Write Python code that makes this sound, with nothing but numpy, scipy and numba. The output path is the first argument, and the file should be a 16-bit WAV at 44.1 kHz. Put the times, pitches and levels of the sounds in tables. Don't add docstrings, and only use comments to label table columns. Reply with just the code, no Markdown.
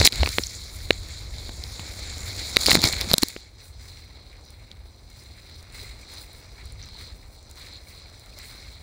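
import sys
import numpy as np
from scipy import signal
from scipy.fft import rfft, irfft
from scipy.io import wavfile
from scipy.ndimage import uniform_filter1d
from numba import njit

SR = 44100
rng = np.random.default_rng(int(sys.argv[2]) if len(sys.argv) > 2 else 0)


def wav_record(signal):
    frames = np.transpose(np.atleast_2d(signal))
    bounded = np.clip(frames, -1, 1)
    quanta = np.round(bounded * 32767).astype(np.int16)
    wavfile.write(sys.argv[1], SR, quanta)


N = 388962

# (t/s, wind buffeting level/dB, slosh level/dB, foam level/dB, fine spray level/dB)
SEA_LEVELS = [(0, -13, -27, -23, -40), (.08, -36.5, -53, -41, -40), (.22, -32, -39, -34, -44),
              (.33, -39, -55, -39, -37.5), (.6, -39.5, -53, -45.5, -48.5), (1.4, -38, -52, -46, -53),
              (2.04, -40.5, -49.5, -42, -48.5), (2.22, -35.5, -48.5, -39, -46.5),
              (2.552, -41, -44.5, -37.5, -41.5), (2.95, -36, -44.5, -36.5, -48),
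              (3.12, -39.5, -42, -37, -41), (3.17, -48, -59, -41, -47), (3.29, -47.5, -55.5, -43.5, -46),
              (3.5, -48, -61, -58, -66.5), (4.3, -46, -57, -55.5, -66), (5.05, -48, -60, -59.5, -66),
              (5.75, -43, -57.5, -52, -66), (6.4, -49, -56.5, -52.5, -60), (6.63, -42, -57.5, -55, -62.5),
              (7.42, -48, -57, -57.5, -63), (8.098, -48, -57.5, -53.5, -62.5),
              (8.82, -46.5, -56, -52, -59.5)]
# (f/Hz, relative level per Hz/dB)
WIND_COLOUR = [(8.8, -26.5), (15, -18.5), (38, -3), (63, 2), (94, -0.5), (151, -16), (200, -23), (260, -24),
               (440, -120)]
# (t/s, level/dB)
DEEP_WIND_GAIN = [(0, 0.5), (2.5, 0.5), (3.4, -13), (5, -13), (5.7, 1), (6.3, -4), (7.8, 1.5), (8.82, -7)]
# (f/Hz, relative level per Hz/dB)
SLOSH_COLOUR = [(88, -14.5), (150, -5.5), (252, -6), (317, -5), (522, -6.5), (975, -11.5), (1800, -22),
                (2340, -62), (3960, -120)]
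# (f/Hz, level/dB)
CASE_IN_SURF = [(760, -27), (1300, -12), (1890, -8.5), (2210, -1), (2500, -10), (2960, -16.5), (3700, -3),
                (4130, 3), (4640, -1), (5420, -5), (6270, -5.5), (7110, 1), (8400, -7.5), (9720, -1),
                (12000, -22), (14100, -5), (15700, -13.5)]
# (f/Hz, level/dB)
CASE_BEYOND_BREAK = [(760, -23.5), (1300, -16.5), (1830, -15), (2190, -7.5), (2550, -16), (3050, -21.5),
                     (3700, -11), (4130, -2.5), (4700, -12.5), (5040, -8.5), (5420, -21.5), (5890, -9.5),
                     (6410, -20), (6960, -14), (9820, -11.5), (12000, -29.5), (14000, -15.5),
                     (15700, -13.5)]
BREAK_ENDS_S, CALMING_S = 3.35, 0.28
SPLIT_HZ = 4730

# (t/s, hold/s, slosh level/dB, foam level/dB, spray level/dB)
WAVE_SURGES = [(.03, 0.024, -31.5, -27, -39), (2.6, 0.075, -41, -34.5, -34.5),
               (2.67, 0.1, -32.5, -27.5, -35.5), (2.82, 0.037, -35.5, -26.5, -31.5),
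               (2.99, .03, -43, -40, -49), (3.08, 0.031, -41, -35.5, -50)]
SURGE_ATTACK_S, SURGE_FADE_DB_PER_S = 0.012, 203
# (t/s, hold/s, slosh level/dB, foam level/dB, spray level/dB)
PADDLE_SWISHES = [(3.57, 0.056, -74, -53.5, -58), (3.77, 0.17, -68, -52, -59),
                  (5.08, 0.49, -70, -56.5, -62.5), (5.72, 0.11, -57.5, -48, -50.5),
                  (5.97, 0.022, -57, -52, -60), (6.07, 0.083, -60, -46, -52.5),
                  (6.55, .04, -61, -50.5, -74), (6.77, 0.16, -65, -50, -64), (6.96, 0.046, -60, -47, -56),
                  (7.55, 0.16, -62, -48.5, -58), (7.85, 0.016, -71, -51, -57),
                  (8.36, 0.19, -81, -48.5, -54.5)]
SWISH_ATTACK_S, SWISH_FADE_DB_PER_S = 0.028, 80
# (t/s, foam level/dB, length/ms)
WATER_SHEETS = [(0.048, -12, 44), (2.7, -20.5, 36), (2.74, -26, 35), (2.833, -43, 8.1), (3.219, -29, 9.8)]

PATTER_CANDIDATES, PATTER_PER_S = 400, 50
PATTER_DB, PATTER_SPREAD_DB = 3, 2.5
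# (t/s, peak level/dB)
SPRAY_TICKS = [(4.4526, -37), (4.5044, -35), (5.1011, -38), (5.2363, -41), (5.6274, -35), (5.7232, -35),
               (6.014, -38), (6.1178, -39), (6.138, -31), (6.3313, -35), (6.656, -32), (6.7227, -32.5),
               (6.858, -36), (7.428, -39), (7.4996, -40), (7.512, -29.5), (7.557, -36), (7.5964, -32),
               (7.766, -47), (8.1965, -35), (8.2604, -38), (8.3878, -26)]
# (t/s, peak level/dB, f/Hz, rise/s)
CASE_DRIPS = [(0.407, -31, 6960, .0008), (0.436, -18, 5500, .001), (0.469, -19.5, 6800, 0.0005),
              (.931, -31, 7000, 0.00089), (3.016, -21, 3550, 0.0018), (5.845, -41.5, 2100, 0.0033),
              (6.03, -43, 2350, 0.0027), (6.827, -32, 5900, .0007), (6.838, -35, 5900, .0007),
              (7.765, -45, 7000, .002), (7.87, -44, 2250, 0.0024), (8.058, -43, 2270, 0.0023),
              (8.328, -48, 2500, 0.0022)]
# (t/s, peak level/dB, f/Hz, rise/s)
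WATER_SHOVES = [(.000, -12, 76.6, 0.0052), (0.196, -13, 71, 0.019), (.394, -21, 280, 0.0016),
                (2.761, -15.5, 169, 0.0059), (2.78, -20, 223, 0.0041), (2.844, -18.5, 91, 0.0054),
                (3.071, -30, 202, 0.0045), (3.137, -8.5, 605, 0.0023), (5.829, -43, 398, 0.0048),
                (6.646, -38, 66.4, 0.016), (6.949, -47, 910, 0.0035), (8.37, -46, 597, 0.005)]

# (t/s, face peak level/dB, thud peak level/dB, thud f/Hz,
# wall mode level against the face/dB, crackle level against the face/dB, contact/ms)
WATER_SLAPS = [(0.0134, -7, -9, 454, 2, -32, 1.9), (0.0484, -6, -33, 151, -17, 4, 3.1),
               (0.0566, -4.5, -1.5, 656, 8, 12, 1.1), (0.0627, -13, -23, 191, -4, -3, 1.5),
               (0.0668, 4, -21, 170, -3.5, 9, 1.9), (0.0732, 22, 1, 242, -5, -11, 2.2),
               (0.123, -9, -47, 288, -11, -3, 1.1), (0.1272, -13, -24.5, 301, -11, -10, 2.5),
               (0.157, -25, -44, 301, -16, 5, 2), (0.2316, -12, -10.5, 507, -4, -29, 2.3),
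               (0.2595, -13, -26, 331, -1, -17, 2.6), (0.2734, -20.5, -22.5, 430, 4, -14, 2.6),
               (0.2896, -16, -33, 221, -26, 2.5, 1.2), (0.384, -3, -10, 466, -0.5, -41, 0.56),
               (0.4347, -20, -60, 441, -30, -11, 3.9), (0.9058, -4, -7, 438, 3, -26, 2.76),
               (1.0853, -33, -52, 151, -16, 1, 1.6), (1.4919, -31.5, -29.5, 242, -4, -12, 2.7),
               (1.6376, -19, -50, 151, -29, -9, 1.5), (1.7942, -29.5, -29, 146, -0.5, -7, 1.7),
               (2.5619, -5.5, -45, 149.6, -15, -10.5, 0.82), (2.5673, 6.5, -8.5, 480, -1.5, -29, 2.04),
               (2.6605, -13, -44, 700, -2, 7, 1), (2.6648, -1.5, -38, 196, -17, -3, 0.74),
               (2.6843, -14, -10, 440, -8, 4, 0.78), (2.703, -25, -41, 304, -18, -14, 2.6),
               (2.7142, 1.5, -14, 710, -1, -10, 4.7), (2.7305, -6, -12, 151, -15, -7, 0.75),
               (2.7492, -17, -20, 298, -5, -5, 1.7), (2.7528, 7, 0.5, 336, 2.5, -5, 1.34),
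               (2.758, -10, -24, 180, -20, -14, 0.91), (2.7713, -12, -8.5, 153, -9, -17, 0.93),
               (2.817, -11, -28, 272, -18.5, 1, 1.3), (2.8392, -2.5, -12, 265, -26, -1, 1.8),
               (2.8476, -11, -23, 151, -14, -17, 1.1), (2.925, -15.5, -39, 151, -15, -1, 3.5),
               (2.9346, -18, -24, 186, 1.5, -13, 0.42), (3.0076, -23, -32, 231, -9, 1, 0.89),
               (3.0117, -17.5, -28, 700, -4, 10.5, 0.98), (3.0174, -19, -29, 223, -11, -31, 1.7),
               (3.1137, -7.5, -17, 159, -27, -3, 1.55), (3.1335, -9, -25, 149, -25, 5.5, 2.1),
               (3.139, 11, -2, 180, -32, -5, 1.4), (3.1811, -6, -22, 226, -37, 3.5, 2.3),
               (3.2283, -16, -15.5, 256, -15, -5, 0.79), (3.232, -2, -9, 281, -34, -0.5, 1.85),
               (3.2839, -23, -54, 223, -26, 4, 1.5), (3.3633, -39.5, -24.5, 388, 14, -19, 1.9),
               (3.972, -32, -53, 402, -18, -10, 1.2), (4.7144, -29.5, -46, 152, -27, -15, 1.3),
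               (6.8157, -31, -54.5, 191, -20, -12, 1.4), (6.8868, -34, -50, 175, -18, -9, 2.6)]
WALL_HZ, WALL_Q = 2170, 4.5
FACE_HZ, FACE_HZ_PER_DB = 5080, 38
BODY_DB = -2.5
DIRECT = 0.26

DUCK_DB, DUCK_ATTACK_S, DUCK_RELEASE_S = -13.0, 0.003, 0.022
CLIP_LEVEL, TOP_HZ = 0.77, 15750


def undb(db):
    return 10 ** (np.asarray(db) / 20)


def unit(x):
    return x / np.sqrt(np.mean(x ** 2))


def peak_one(x):
    return x / np.abs(x).max()


def add_at(out, start_s, sound):
    start = int(start_s * SR)
    out[start:start + len(sound)] += sound


def response(points, size):
    hz, db = np.transpose(points)
    bins_hz = np.arange(size // 2 + 1) * SR / size
    log_gain = np.interp(np.log(bins_hz + 1), np.log(hz), db) * np.log(10) / 20
    cepstrum = irfft(log_gain)
    cepstrum[1:size // 2] *= 2
    cepstrum[size // 2 + 1:] = 0
    return irfft(np.exp(rfft(cepstrum)))[:size // 2]


def colour(x, points, size):
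    return signal.fftconvolve(x, response(points, size))[:len(x)]


def split(x, hz):
    filters = (signal.butter(4, hz, kind, fs=SR, output="sos") for kind in ("low", "high"))
    return [signal.sosfilt(sos, x) for sos in filters]


def walk(rate):
    k = int(SR / rate)
    held = np.repeat(rng.standard_normal(N // k + 1), k)
    smooth = uniform_filter1d(uniform_filter1d(held, k), k)
    return unit(smooth[:N])


def washes(rows, attack_s, fade_db_per_s):
    t, power = np.arange(N) / SR, 0
    for start, hold, *dbs in rows:
        rise = np.clip((t - start) / attack_s, 0, 1)
        fade = undb(-fade_db_per_s * np.maximum(t - start - attack_s - hold, 0))
        power = power + (undb(dbs)[:, None] * rise * fade) ** 2
    return power


def water_levels():
    s, *columns = np.transpose(SEA_LEVELS)
    wind_db, *water_db = (np.interp(np.arange(N) / SR, s, c) for c in columns)
    power = undb(water_db) ** 2
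    power = power + washes(WAVE_SURGES, SURGE_ATTACK_S, SURGE_FADE_DB_PER_S)
    power = power + washes(PADDLE_SWISHES, SWISH_ATTACK_S, SWISH_FADE_DB_PER_S)
    return wind_db, *(10 * np.log10(power))


def wind_buffets():
    gusts = rng.standard_normal(N) * undb(1.5 * walk(11))
    deep, rest = split(unit(colour(gusts, WIND_COLOUR, size=16384)), 37.0)
    deep_db = np.interp(np.arange(N) / SR, *np.transpose(DEEP_WIND_GAIN))
    return rest + undb(deep_db) * deep


def fizz(edges_hz, per_s, spread_db, share, flicker_db, rate, churn):
    out, sputter = 0, walk(350)
    for edges in zip(edges_hz, edges_hz[1:]):
        at = rng.integers(0, N, int(per_s * N / SR))
        pop_db = spread_db * np.minimum(rng.exponential(size=len(at)), 4)
        pops = np.zeros(N)
        pops[at] = undb(pop_db) * np.sign(rng.standard_normal(len(at)))
        hiss = np.sqrt(1 - share) * rng.standard_normal(N) + np.sqrt(share) * unit(pops)
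        hiss *= undb(flicker_db * walk(rate) + churn * (1.14 * sputter + walk(250)))
        out = out + signal.sosfilt(signal.butter(2, edges, "band", fs=SR, output="sos"), hiss)
    return out


def hull_slosh(churn):
    slosh = fizz([110, 220, 440, 900, 2400], per_s=65, spread_db=1.5, share=0.25,
                 flicker_db=0.0, rate=19, churn=churn)
    return unit(colour(slosh, SLOSH_COLOUR, size=4096))


def foam_and_spray(churn):
    water = fizz([700, 1500, 3000, 4800, 6500, 8500, 17000], per_s=450, spread_db=1.5, share=0.4,
                 flicker_db=2.23, rate=22, churn=churn)
    calm = np.clip((np.arange(N) / SR - BREAK_ENDS_S) / CALMING_S, 0, 1)
    in_surf = split(colour(water, CASE_IN_SURF, size=2048), SPLIT_HZ)
    beyond = split(colour(water, CASE_BEYOND_BREAK, size=2048), SPLIT_HZ)
    return [(1 - calm) * unit(w) + calm * unit(d) for w, d in zip(in_surf, beyond)]


def pouring():
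    t, poured = np.arange(N) / SR, np.zeros(N)
    for start, db, ms in WATER_SHEETS:
        progress = np.clip((t - start) * 1000 / ms, 0, 1)
        poured += undb(db) * np.sqrt(np.abs(np.sin(np.pi * progress)))
    return poured


def sea(wind_db, slosh_db, foam_db, spray_db):
    churn = 1.1 + 1.8 * np.clip((foam_db + 40) / 15, 0, 1)
    out = undb(wind_db) * wind_buffets() + undb(slosh_db) * hull_slosh(churn)
    foam, spray = foam_and_spray(churn)
    poured = pouring()
    return out + (undb(foam_db) + poured) * foam + (undb(spray_db) + undb(2.0) * poured) * spray


def blows(ms):
    t = np.arange(1024) / SR
    push = np.sin(np.pi * np.clip(t * 1000 / ms, 0, 1))
    rough = push * rng.standard_normal((len(ms), len(t)))
    case = response(CASE_IN_SURF, size=2048) + 0.026 * (t == 0)
    heard = signal.fftconvolve(rough, case[None])[:, :len(t)]
    return t, rough, *split(heard, SPLIT_HZ)


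def patter(foam_db):
    out = np.zeros(N + 2048)
    at, luck, size = rng.random((PATTER_CANDIDATES, 3)).T
    at = (at * N).astype(int)
    thickness = np.clip((foam_db[at] + 56) / 20, 0, 1)
    falls = luck < PATTER_PER_S * N / SR / len(at) * thickness
    peak_db = np.minimum(foam_db[at], -32) - PATTER_SPREAD_DB * np.log(size) + PATTER_DB
    *_, dulls, sharps = blows(np.full((len(at), 1), 1.4))
    for i, db, drop in zip(at[falls], peak_db[falls], (dulls + sharps)[falls]):
        out[i:i + len(drop)] += undb(db) * peak_one(drop)
    return out[:N]


def ticks():
    out = np.zeros(N + 2048)
    *_, sharps = blows(np.full((len(SPRAY_TICKS), 1), 1.2))
    for (s, db), sharp in zip(SPRAY_TICKS, sharps):
        add_at(out, s, undb(db) * peak_one(sharp))
    return out[:N]


def swings(rows):
    out, t = np.zeros(N + SR), np.arange(SR // 2) / SR
    for s, db, hz, rise in rows:
        age = t / rise
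        add_at(out, s, undb(db) * np.sin(2 * np.pi * hz * t) * (age * np.exp(1 - age)) ** 2)
    return out[:N]


def drips():
    return swings(CASE_DRIPS)


def shoves():
    return swings(WATER_SHOVES)


def slaps():
    out = np.zeros(N + 2048)
    t, rough, dulls, sharps = blows(np.array(WATER_SLAPS)[:, -1:])
    bodies = split(split(rough, 2020.0)[0], 336.0)[1]
    wall_mode = signal.iirpeak(WALL_HZ, WALL_Q, fs=SR)
    walls = signal.lfilter(*wall_mode, split(rough, 3270.0)[0])
    for row, raw, dull, sharp, body, wall in zip(WATER_SLAPS, rough, dulls, sharps, bodies, walls):
        s, face_db, thud_db, thud_hz, wall_db, sharp_db, _ = row
        face_mode = signal.iirpeak(FACE_HZ + FACE_HZ_PER_DB * sharp_db, 1.6, fs=SR)
        face = signal.lfilter(*face_mode, signal.lfilter(*face_mode, dull + DIRECT * raw))
        thud = np.sin(2 * np.pi * thud_hz * t) * np.exp(-t * thud_hz / 0.47)
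        thud *= 1 - np.exp(-t / 0.00049)
        blow = peak_one(face) + undb(sharp_db) * peak_one(sharp) + undb(wall_db) * peak_one(wall)
        boom = peak_one(thud) + undb(BODY_DB) * peak_one(body)
        add_at(out, s, undb(face_db) * blow + undb(thud_db) * boom)
    return out[:N]


def scene():
    levels = water_levels()
    foam_db = levels[2]
    mix = sea(*levels) + patter(foam_db) + ticks() + drips() + shoves() + slaps()
    return np.tile(mix, (2, 1))


@njit
def duck(x, top, attack, release):
    y, envelope = np.empty(len(x)), 0.
    for i in range(len(x)):
        y[i] = x[i] * min(1., top / (envelope + 1e-9))
        speed = attack if abs(x[i]) > envelope else release
        envelope += (abs(x[i]) - envelope) * speed
    return y


def record(dry):
    held = duck(dry[0], undb(DUCK_DB), 1 / (DUCK_ATTACK_S * SR), 1 / (DUCK_RELEASE_S * SR))
    clipped = np.clip(held, -CLIP_LEVEL, CLIP_LEVEL)
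    low_pass = signal.ellip(12, .2, 90, TOP_HZ, fs=SR, output="sos")
    return np.tile(signal.sosfilt(low_pass, clipped), (2, 1))


dry = scene()
out = record(dry)
wav_record(out)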